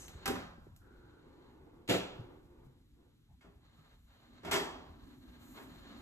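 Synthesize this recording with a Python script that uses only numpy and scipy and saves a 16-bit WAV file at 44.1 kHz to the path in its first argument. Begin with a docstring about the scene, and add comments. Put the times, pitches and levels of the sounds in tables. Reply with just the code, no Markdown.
"""Closet doors in a tiled hallway, close up on a handheld stereo microphone carried from door to door.
A knob latch snaps back, the hollow door swings and bumps at the end of its travel, then a folding
door is pulled and pops loose. Each blow cracks, sets the leaf ringing and leaves a tail in the hard
rooms. Soft steps, rubbing clothes and hand rumble sit near the microphone; a low hum, far off at
first, grows on the way into the hall."""
import sys
import numpy as np
from scipy import signal
from scipy.fft import rfft, irfft, next_fast_len
from scipy.io import wavfile
from scipy.ndimage import uniform_filter1d

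SR = 44100
rng = np.random.default_rng(int(sys.argv[2]) if len(sys.argv) > 2 else 0)


def wrap_up_sound(samples):
    """Save the sound to the file named by the first command line argument, as 16-bit audio."""
    columns = np.atleast_2d(samples).T
    # keep every value between -1 and 1, then stretch to whole-number steps
    tamed = np.clip(columns, -1, 1)
    steps = np.round(tamed * 32767).astype(np.int16)
    wavfile.write(sys.argv[1], SR, steps)


N = 265389
TIME = np.arange(N) / SR

# how alike the microphone's two ports hear the room: (frequency [Hz], likeness [0-1])
PORT_LIKENESS = [(60, .95), (150, .94), (280, .75), (500, .3), (1000, .45), (2000, .5), (4000, .72),
                 (8000, .88), (12000, .93)]
# lag of the right port: (frequency [Hz], phase [rad])
PORT_LAG = [(0, 0), (5600, 5), (6370, 5), (7490, 7.5), (9130, 8.5), (10200, 9), (11800, 13.5),
            (13000, 12.5), (14000, 16), (15200, 8)]
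# decay of the rooms: (frequency [Hz], t60 [s])
ROOM_T60 = [(80, 1.0), (250, 0.47), (500, 0.85), (1000, 0.92), (2000, 0.6), (4000, 0.65), (7500, 0.47),
            (12000, 0.18)]
# spectra of the background and of each friction: (frequency [Hz], relative level [dB])
ROOM_TONE_COLOUR = [(15, -41), (25, -10.5), (62, 1.5), (170, -0.5), (290, -14), (488, -32.5), (1240, -24),
                    (2560, -26.5), (4040, -22), (4870, -33), (6900, -32), (8550, -31.5), (9520, -29),
                    (12400, -34), (15000, -53)]
HUM_COLOUR = [(120, -18.5), (200, -8), (245, 6.5), (290, 0.5), (380, -10), (600, -41.5)]
HANDLING_COLOUR = [(20, -16), (45, 10), (75, 5.5), (130, -0.5), (200, -9), (400, -39.5)]
SWING_COLOUR = [(120, -1), (200, -3), (350, 5), (470, -3.5), (620, -12.5), (900, -10), (1500, -18),
                (2200, -25.5), (4000, -33.5), (6000, -48.5)]
CLOTH_COLOUR = [(200, -9), (400, -0.5), (700, -2), (1300, -2), (2500, -10), (4200, -5.5), (5200, -23.5),
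                (7000, -17.5), (12000, -59)]
PALM_COLOUR = [(1500, -12.5), (4800, -11.5), (6400, 1.5), (8500, -3), (12000, -11.5), (15000, -43)]
SLEEVE_COLOUR = [(3000, -4), (5000, -12), (7000, 2), (9000, -2.5), (12500, 0), (15000, 2)]
# rumble of the hand on the microphone: (time [s], level [dB])
HAND_RUMBLE = [(0, -57), (0.7, -61), (1.2, -69.5), (1.8, -67), (2.1, -60), (2.9, -67), (4.15, -68.5),
               (4.5, -62.5), (6.02, -61.5)]
# gestures of leaf, body, palm and sleeve: (start [s], length [s], starting level [dB])
SWINGS = [(-0.1, 0.48, -61), (0.8, 0.44, -62.5), (1.2, 0.61, -60.5), (2.05, 0.28, -56), (2.45, 0.2, -62.5),
          (2.93, 0.13, -69.5)]
BODY_MOVES = [(-0.1, 0.55, -62.5), (0.85, 0.67, -79), (3.6, 0.35, -72.5), (4.05, 0.4, -68.5),
              (4.75, 0.39, -70.5), (5.18, 1, -66.5)]
KNOB_GRIP = [(-0.05, 0.087, -54)]
SLEEVE_SWISHES = [(3.7, 0.55, -80.5), (4.98, 0.42, -77), (5.38, 0.25, -63), (5.7, 0.058, -66.5),
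                  (5.95, 0.1, -66)]
# small contacts of knob, feet and leaf: (time [s], level [dB], frequency [Hz])
KNOB_TICKS = [(0.0815, -47, 2980), (0.2585, -41, 9000), (0.2778, -36, 11000), (0.7632, -57, 12000)]
THUDS = [(0.143, -41.5, 79), (0.612, -49.5, 62), (0.7, -42, 92), (1.039, -50.5, 101), (2.186, -36.5, 116),
         (2.663, -49.5, 136), (3.291, -50, 85), (3.462, -53, 171), (3.78, -52, 153), (4.475, -40, 83),
         (4.546, -43.5, 164), (4.891, -50.5, 84), (5.354, -57, 100), (5.709, -50.5, 169.4)]
LEAF_KNOCKS = [(0.581, -38, 191), (0.666, -36.5, 310), (0.674, -43.5, 154)]
# blows on each door: (time [s], bass [dB], middle [dB], treble [dB], crack over the ring [dB])
LATCH_BLOWS = [(0.2570, -47, -34.5, -31, 7.5), (0.2775, -36, -39.5, -34.5, 10.5),
               (0.296, -33.5, -46.5, -56, 7), (0.352, -51.5, -41.5, -47, 0)]
PANEL_BLOWS = [(1.877, -52.5, -50, -42.5, 1), (1.8865, -33, -39, -33, -25), (1.895, -26.5, -32.5, -25, -5),
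               (1.914, -40, -39, -35, 3.5), (1.938, -30, -36.5, -34.5, -2.5)]
FOLDING_BLOWS = [(3.4087, -76, -59.5, -67, -3), (3.44, -53, -63, -83, -8), (4.434, -41.5, -52.5, -61, 2),
                 (4.449, -41, -42, -49, 3.5), (4.474, -41, -39.5, -54, -7), (4.512, -33, -27.5, -25, -3.5),
                 (4.535, -29.5, -30.5, -31.5, -8), (4.549, -42.5, -43, -43, -3),
                 (5.572, -50.5, -48, -60, -10)]
# spectrum of each door's dense modes: (frequency [Hz], relative level [dB])
LATCH_COLOUR = [(41, -40), (70, -6.5), (128, -12), (246, -2), (330, -6.5), (395, -11.5), (494, -9.5),
                (774, -11.5), (886, -12.5), (1300, -10), (2330, -17), (6530, -29), (9790, -34),
                (12500, -31.5), (15000, -51.5)]
PANEL_COLOUR = [(35, -40.5), (60, -21), (117, -14.5), (190, -18.5), (251, -4), (381, -4.5), (1080, -12),
                (3340, -10), (5430, -26), (7000, -24), (9230, -29), (9900, -28.5), (11400, -32),
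                (13700, -36), (15000, -92)]
FOLDING_COLOUR = [(41, -35), (70, -8.5), (112, -54), (161, -1), (197, -12.5), (403, 0), (494, -13.5),
                  (647, -8), (2170, -14.5), (5100, -22), (6830, -25), (8370, -25), (10000, -33),
                  (12300, -29), (15000, -41)]
# each door's distinct modes: (frequency [Hz], relative level [dB], t60 [s])
LATCH_MODES = [(79.6, -42, 0.254), (110, -61, 0.42), (161, -49, 0.37), (177, -47.5, 0.68), (232, -48, 0.73),
               (256, -37.5, 0.42), (365.5, -38.5, 0.36), (393.5, -35, 0.31), (424, -35.5, 0.2),
               (553.5, -48.5, 0.72), (631, -58, 0.53), (784, -36.5, 0.29), (1000, -49, 0.22),
               (997, -50, 0.27), (1170, -55, 0.51), (1237, -53, 0.61), (1345, -50, 0.33), (1460, -60, 0.47),
               (1582, -52.5, 1), (1780, -54, 0.38), (2050, -63, 0.39), (2540, -50, 0.26), (3840, -48, 0.31),
               (5100, -66, 0.44), (5950, -60, 0.34), (7440, -58, 0.3)]
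PANEL_MODES = [(85, -44.5, 0.34), (106.8, -40.5, 0.27), (123.6, -32, 0.21), (171.3, -39, 0.44),
               (190.6, -35, 0.46), (232, -32.5, 0.09), (293, -32, 0.27), (305, -34.5, 0.23),
               (351.5, -32.5, 0.25), (382.4, -31, 0.21), (402, -35.5, 0.36), (478, -33.5, 0.25),
               (499, -34, 0.49), (556, -37, 0.29), (664, -34, 0.31), (689, -37.5, 0.3), (739, -37.5, 0.38),
               (952, -53, 0.2), (1366, -48.5, 0.64), (1694, -53, .2), (1960, -48, 0.27), (2810, -42, 0.14),
               (3380, -47, .25), (3870, -39, 0.2), (4850, -42, 0.2), (7100, -51.5, 0.45)]
FOLDING_MODES = [(87, -41, 0.22), (177.3, -61, 0.36), (248.6, -41, 0.83), (314, -40.5, 0.65),
                 (383, -34, 0.62), (406.4, -34, 0.5), (568.5, -40, 0.49), (646, -34, 0.35),
                 (704, -42, 0.38), (762, -51, 0.93), (932, -40, 0.59), (1036, -48, 0.4), (1150, -45, 0.18),
                 (1415, -36, 0.22), (1447, -40, 0.32), (1796, -55, 0.22), (2154, -31.5, 0.094),
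                 (2179, -37, 0.22), (2260, -43, 0.28), (2755, -47, 0.27), (3160, -49, 0.22),
                 (3245, -38, 0.61), (3330, -43, 0.49), (3456, -38, 0.5), (4640, -51.5, 0.31),
                 (5710, -58, 0.2), (7040, -50, 0.49)]
# rubs of a leaf: (start [s], length [s], starting level [dB], first centre [Hz], last centre [Hz])
LEAF_RUBS = [(0.796, 0.4, -68.5, 1480, 1430), (1.35, 0.45, -74, 950, 830), (3.28, 0.04, -75.5, 780, 780),
             (3.419, 0.047, -74.5, 1100, 1150), (3.758, 0.11, -77, 1264, 1310)]

BLOW_BANDS_HZ = (250, 1500, 9000)  # bass, middle, treble


def from_db(db):
    """Decibels to gain."""
    return 10 ** (np.asarray(db) / 20)


def rms_one(x):
    """Scale to unit rms."""
    return x / np.sqrt(np.mean(x ** 2) + 1e-20)


def at_hz(points, hz):
    """Read a table on a log-frequency axis."""
    f, value = np.transpose(points)
    return np.interp(np.log(np.maximum(hz, 1)), np.log(f), value)


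def add(out, s, sound):
    """Mix a sound in from time s on."""
    start = max(0, round(s * SR))
    out[:, start:start + sound.shape[-1]] += sound[..., :N - start]


def pan(x, db):
    """Left louder than right by db."""
    return x * from_db(np.array([[.5], [-.5]]) * db)


def flutter(span, size=N):
    """Noise smoothed over span samples, rms 1."""
    return rms_one(uniform_filter1d(rng.standard_normal(size), span))


def diffuse(colour, size=N):
    """Coloured noise as the microphone's two ports hear it, rms 1."""
    padded = next_fast_len(size, True)
    hz = np.arange(padded // 2 + 1) * SR / padded
    mid, side = rfft(rng.standard_normal((2, padded)))
    alike, sign = np.clip(at_hz(PORT_LIKENESS, hz), 0, .99), np.array([[1], [-1]])
    lag = np.interp(hz, *np.transpose(PORT_LAG))
    pair = (np.sqrt(1 + alike) * mid + sign * np.sqrt(1 - alike) * side) * np.exp(.5j * sign * lag)
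    return rms_one(irfft(pair * from_db(at_hz(colour, hz)), padded)[:, :size])


def rippled(colour, ripple_db, count=330):
    """Many small resonances put peaks and valleys on a colour, above the bass."""
    hz = np.geomspace(1520, 17500, count) - 1500
    uneven = np.clip(rng.standard_normal(count), -2, 1.5) * hz / (hz + 500)
    return np.column_stack([hz, at_hz(colour, hz) + ripple_db * uneven])


def half_octaves(x):
    """Yield (Hz, band) for overlapping bands that sum to the whole sound."""
    size = x.shape[-1]
    hz = np.arange(size // 2 + 1) * SR / size
    place = 2 * np.log2(np.clip(hz, 62.5, 16000) / 62.5)
    whole = rfft(x)
    for k in range(17):
        yield 62.5 * 2 ** (k / 2), irfft(whole * np.maximum(0, 1 - abs(place - k)), size)


def strokes(rows, attack_s, release_s, swell_db_per_s=0):
    """Gain of sliding gestures: each sets in, holds or drifts in level, then dies away."""
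    power = np.zeros(N)
    for s, length, db in rows:
        t = TIME - s
        held = from_db(db + swell_db_per_s * np.clip(t, 0, length))
        release = np.exp(-np.maximum(t - length, 0) / release_s)
        power += (np.clip(t / attack_s, 0, 1) * held * release) ** 2
    return np.sqrt(power)


def rubbing(gain, colour, grain_db, grain_s=0.026):
    """Friction noise that follows a gesture and catches unevenly."""
    return gain * from_db(grain_db * flutter(int(grain_s * SR))) * diffuse(colour)


def room_tone():
    """The still house: faint, steady and mostly bass."""
    return from_db(-71) * diffuse(ROOM_TONE_COLOUR)


def hall_hum(far_db=-74.5, hall_db=-65, approach_db_per_s=5, turn_at_s=4.194, turn_s=0.085):
    """A distant, wavering hum opens up as the microphone turns to the hall, then draws nearer."""
    turned = np.clip((TIME - turn_at_s) / turn_s, 0, 1)
    near_db = hall_db + approach_db_per_s * (TIME - turn_at_s - turn_s)
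    waver_db = 1.5 * flutter(5000)
    return from_db(far_db + turned * (near_db - far_db) + waver_db) * diffuse(HUM_COLOUR)


def handling_noise():
    """The carrying hand rumbles right on the microphone."""
    gain = from_db(np.interp(TIME, *np.transpose(HAND_RUMBLE)))
    return rubbing(gain, HANDLING_COLOUR, grain_db=2.5)


def swing_rush():
    """Dull rush of the swinging leaf and of the person shifting."""
    gain = strokes(SWINGS, attack_s=0.072, release_s=0.11)
    return rubbing(gain, rippled(SWING_COLOUR, ripple_db=6), grain_db=-0.5)


def clothes_rustle():
    """Cloth rubs close by, swelling as each move gathers speed."""
    gain = strokes(BODY_MOVES, attack_s=0.056, release_s=0.05, swell_db_per_s=9.5)
    return rubbing(gain, rippled(CLOTH_COLOUR, ripple_db=4.5), grain_db=1.8)


def palm_slide():
    """The palm hisses round the knob, at arm's length."""
    gain = strokes(KNOB_GRIP, attack_s=0.03, release_s=0.06)
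    return rubbing(gain, rippled(PALM_COLOUR, ripple_db=7.5), grain_db=-0.3)


def knob_ticks(t60=0.011, room_db=-11, room_t60=0.25, size=16000):
    """Metal contacts of knob and bolt: a bright snap with a faint room tail."""
    out, t = np.zeros((2, N)), np.arange(size) / SR
    envelope = from_db(-60 * t / t60) + from_db(room_db - 60 * t / room_t60)
    for s, db, hz in KNOB_TICKS:
        colour = [(hz / 8, -12), (hz / 2, -2), (hz, 0), (hz * 2, -10)]
        add(out, s, from_db(db) * diffuse(colour, size) * envelope)
    return out


def bumps(rows, contact_s, sag, noise_db, size=24000):
    """Soft contacts: dull noise and a damped tone whose pitch sags as the pressure eases."""
    out, t = np.zeros((2, N)), np.arange(size) / SR
    for s, db, hz, t60 in rows:
        pitch = hz * (1 + sag * np.exp(-t / 0.0056))
        tone = np.sin(2 * np.pi * np.cumsum(pitch) / SR)
        noise = diffuse([(hz / 4, -10), (hz, 0), (hz * 2, -9), (hz * 8, -50), (hz * 20, -80)], size)
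        envelope = from_db(db - 60 * t / t60) * (1 - np.exp(-t / contact_s))
        add(out, s, envelope * (tone + from_db(noise_db) * noise))
    return out


def low_thuds(t60=0.18):
    """Soft footfalls and sways of a leaf reach the microphone as low thuds."""
    return bumps([(s, db, hz, t60) for s, db, hz in THUDS], contact_s=0.0083, sag=0.48, noise_db=-5.5)


def dense_ring(blows, colour, ripple_db, crack_t60, ring_t60, swell_s, room_db, size=57600):
    """Each blow is a short gritty crack, then the leaf rings and the room takes over."""
    out, t = np.zeros((2, N)), np.arange(size) / SR
    body, leaf = rippled(colour, ripple_db), from_db(-60 * t / ring_t60)
    for s, *bands_db, crack_db in blows:
        force = list(zip(BLOW_BANDS_HZ, bands_db))
        chatter_db = np.clip(flutter(30, size), -2, 1.3)  # the parts rattle against each other
        crack = from_db(crack_db - 60 * t / crack_t60) * rms_one(from_db(chatter_db))
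        for hz, band in half_octaves(diffuse(body, size)):
            # bending waves are slower in the bass, so the lows build up later
            swell = 1 - np.exp(-t / (swell_s * np.sqrt(1000 / hz)))
            room = from_db(room_db - 60 * t / at_hz(ROOM_T60, hz))
            contact = crack * hz / (hz + 700)
            envelope = np.sqrt(contact ** 2 + swell ** 2 * (leaf ** 2 + room ** 2))
            add(out, s, from_db(at_hz(force, hz)) * band * envelope)
    return out


def mode_ring(blows, modes, level_db, swell_s, size=30000):
    """The blows share out each mode's energy, which reaches each port with its own phase."""
    out, t = np.zeros((2, N)), np.arange(size) / SR
    for hz, db, t60 in modes:
        shares = from_db([at_hz(list(zip(BLOW_BANDS_HZ, blow[1:4])), hz) for blow in blows]) ** 2
        fade = (from_db(-60 * t / t60) * (1 - np.exp(-t / swell_s))) ** 2
        energy = np.zeros((1, N))
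        for blow, share in zip(blows, shares / shares.sum()):
            add(energy, blow[0], share * fade)
        scatter = rng.choice([-1, 1]) * np.arccos(at_hz(PORT_LIKENESS, hz))
        lag = np.interp(hz, *np.transpose(PORT_LAG)) + scatter
        phase = rng.uniform(0, 2 * np.pi) + lag * np.array([[.5], [-.5]])
        out += from_db(level_db + db) * np.sqrt(energy) * np.sin(2 * np.pi * hz * TIME + phase)
    return out


def latch_snap():
    """The latch snaps back and rings the door, just right of centre."""
    dense = dense_ring(LATCH_BLOWS, LATCH_COLOUR, ripple_db=4, crack_t60=0.051, ring_t60=0.32,
                       swell_s=0.0043, room_db=-6)
    return pan(dense + mode_ring(LATCH_BLOWS, LATCH_MODES, level_db=1, swell_s=0.0023), db=-1.1)


def leaf_knocks(cycles=6.6):
    """The leaf knocks dully as it leaves the frame, dying away in a few cycles."""
    rows = [(s, db, hz, cycles / hz) for s, db, hz in LEAF_KNOCKS]
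    return bumps(rows, contact_s=0.005, sag=0.28, noise_db=-1.5)


def hollow_rub(width_hz=230):
    """Friction in one resonance that glides with the leaf and eases as it runs free."""
    s, length, db, first_hz, last_hz = np.transpose(LEAF_RUBS)
    ends_s = np.column_stack([s, s + length]).ravel()
    centre_hz = np.interp(TIME, ends_s, np.column_stack([first_hz, last_hz]).ravel())
    lowpass = signal.butter(2, width_hz / 2, fs=SR, output="sos")
    narrow = signal.sosfilt(lowpass, rng.standard_normal((2, 3, N)))
    phase = 2 * np.pi * np.cumsum(centre_hz) / SR
    note = narrow[0] * np.cos(phase) + narrow[1] * np.sin(phase)  # left, right, common
    gain = strokes(zip(s, length, db), attack_s=0.029, release_s=0.029, swell_db_per_s=-11)
    return gain * rms_one(note[:2] + note[2])


def panel_bump():
    """The hollow door bumps at the end of its swing and its panels ring."""
    dense = dense_ring(PANEL_BLOWS, PANEL_COLOUR, ripple_db=2, crack_t60=0.048, ring_t60=0.3,
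                       swell_s=0.0028, room_db=-6)
    return pan(dense + mode_ring(PANEL_BLOWS, PANEL_MODES, level_db=0.5, swell_s=0.0037), db=-0.7)


def folding_door():
    """The folding door is pulled, then pops loose in a cluster of ringing blows."""
    dense = dense_ring(FOLDING_BLOWS, FOLDING_COLOUR, ripple_db=3, crack_t60=0.053, ring_t60=0.33,
                       swell_s=0.0079, room_db=-5)
    return pan(dense + mode_ring(FOLDING_BLOWS, FOLDING_MODES, level_db=-3, swell_s=0.0023), db=-0.8)


def sleeve_swish():
    """A sleeve brushes brightly near the microphone."""
    return rubbing(strokes(SLEEVE_SWISHES, attack_s=0.067, release_s=0.067), SLEEVE_COLOUR, grain_db=0.8)


def scene():
    """The hallway from the walker's hand: doors and movement close, the hum beyond."""
    house = room_tone()
    doors = latch_snap() + panel_bump() + folding_door()
    contacts = low_thuds() + leaf_knocks() + knob_ticks()
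    friction = handling_noise() + swing_rush() + palm_slide() + clothes_rustle() + sleeve_swish()
    return house + doors + contacts + friction + hollow_rub() + hall_hum()


def record(dry):
    """The microphone has a narrow dip in the treble; the top is cut."""
    dip_hz, dip_width_hz, dip_db, cutoff_hz = 9720, 520, -20, 14400
    padded = next_fast_len(N + 2000, True)
    hz = np.arange(padded // 2 + 1) * SR / padded
    dip = from_db(dip_db * np.exp(-((hz - dip_hz) / dip_width_hz) ** 2))
    heard = irfft(rfft(dry, padded) * dip, padded)[:, :N]
    return signal.sosfilt(signal.ellip(10, .2, 80, cutoff_hz, fs=SR, output="sos"), heard)


dry = scene()
out = record(dry)
wrap_up_sound(out)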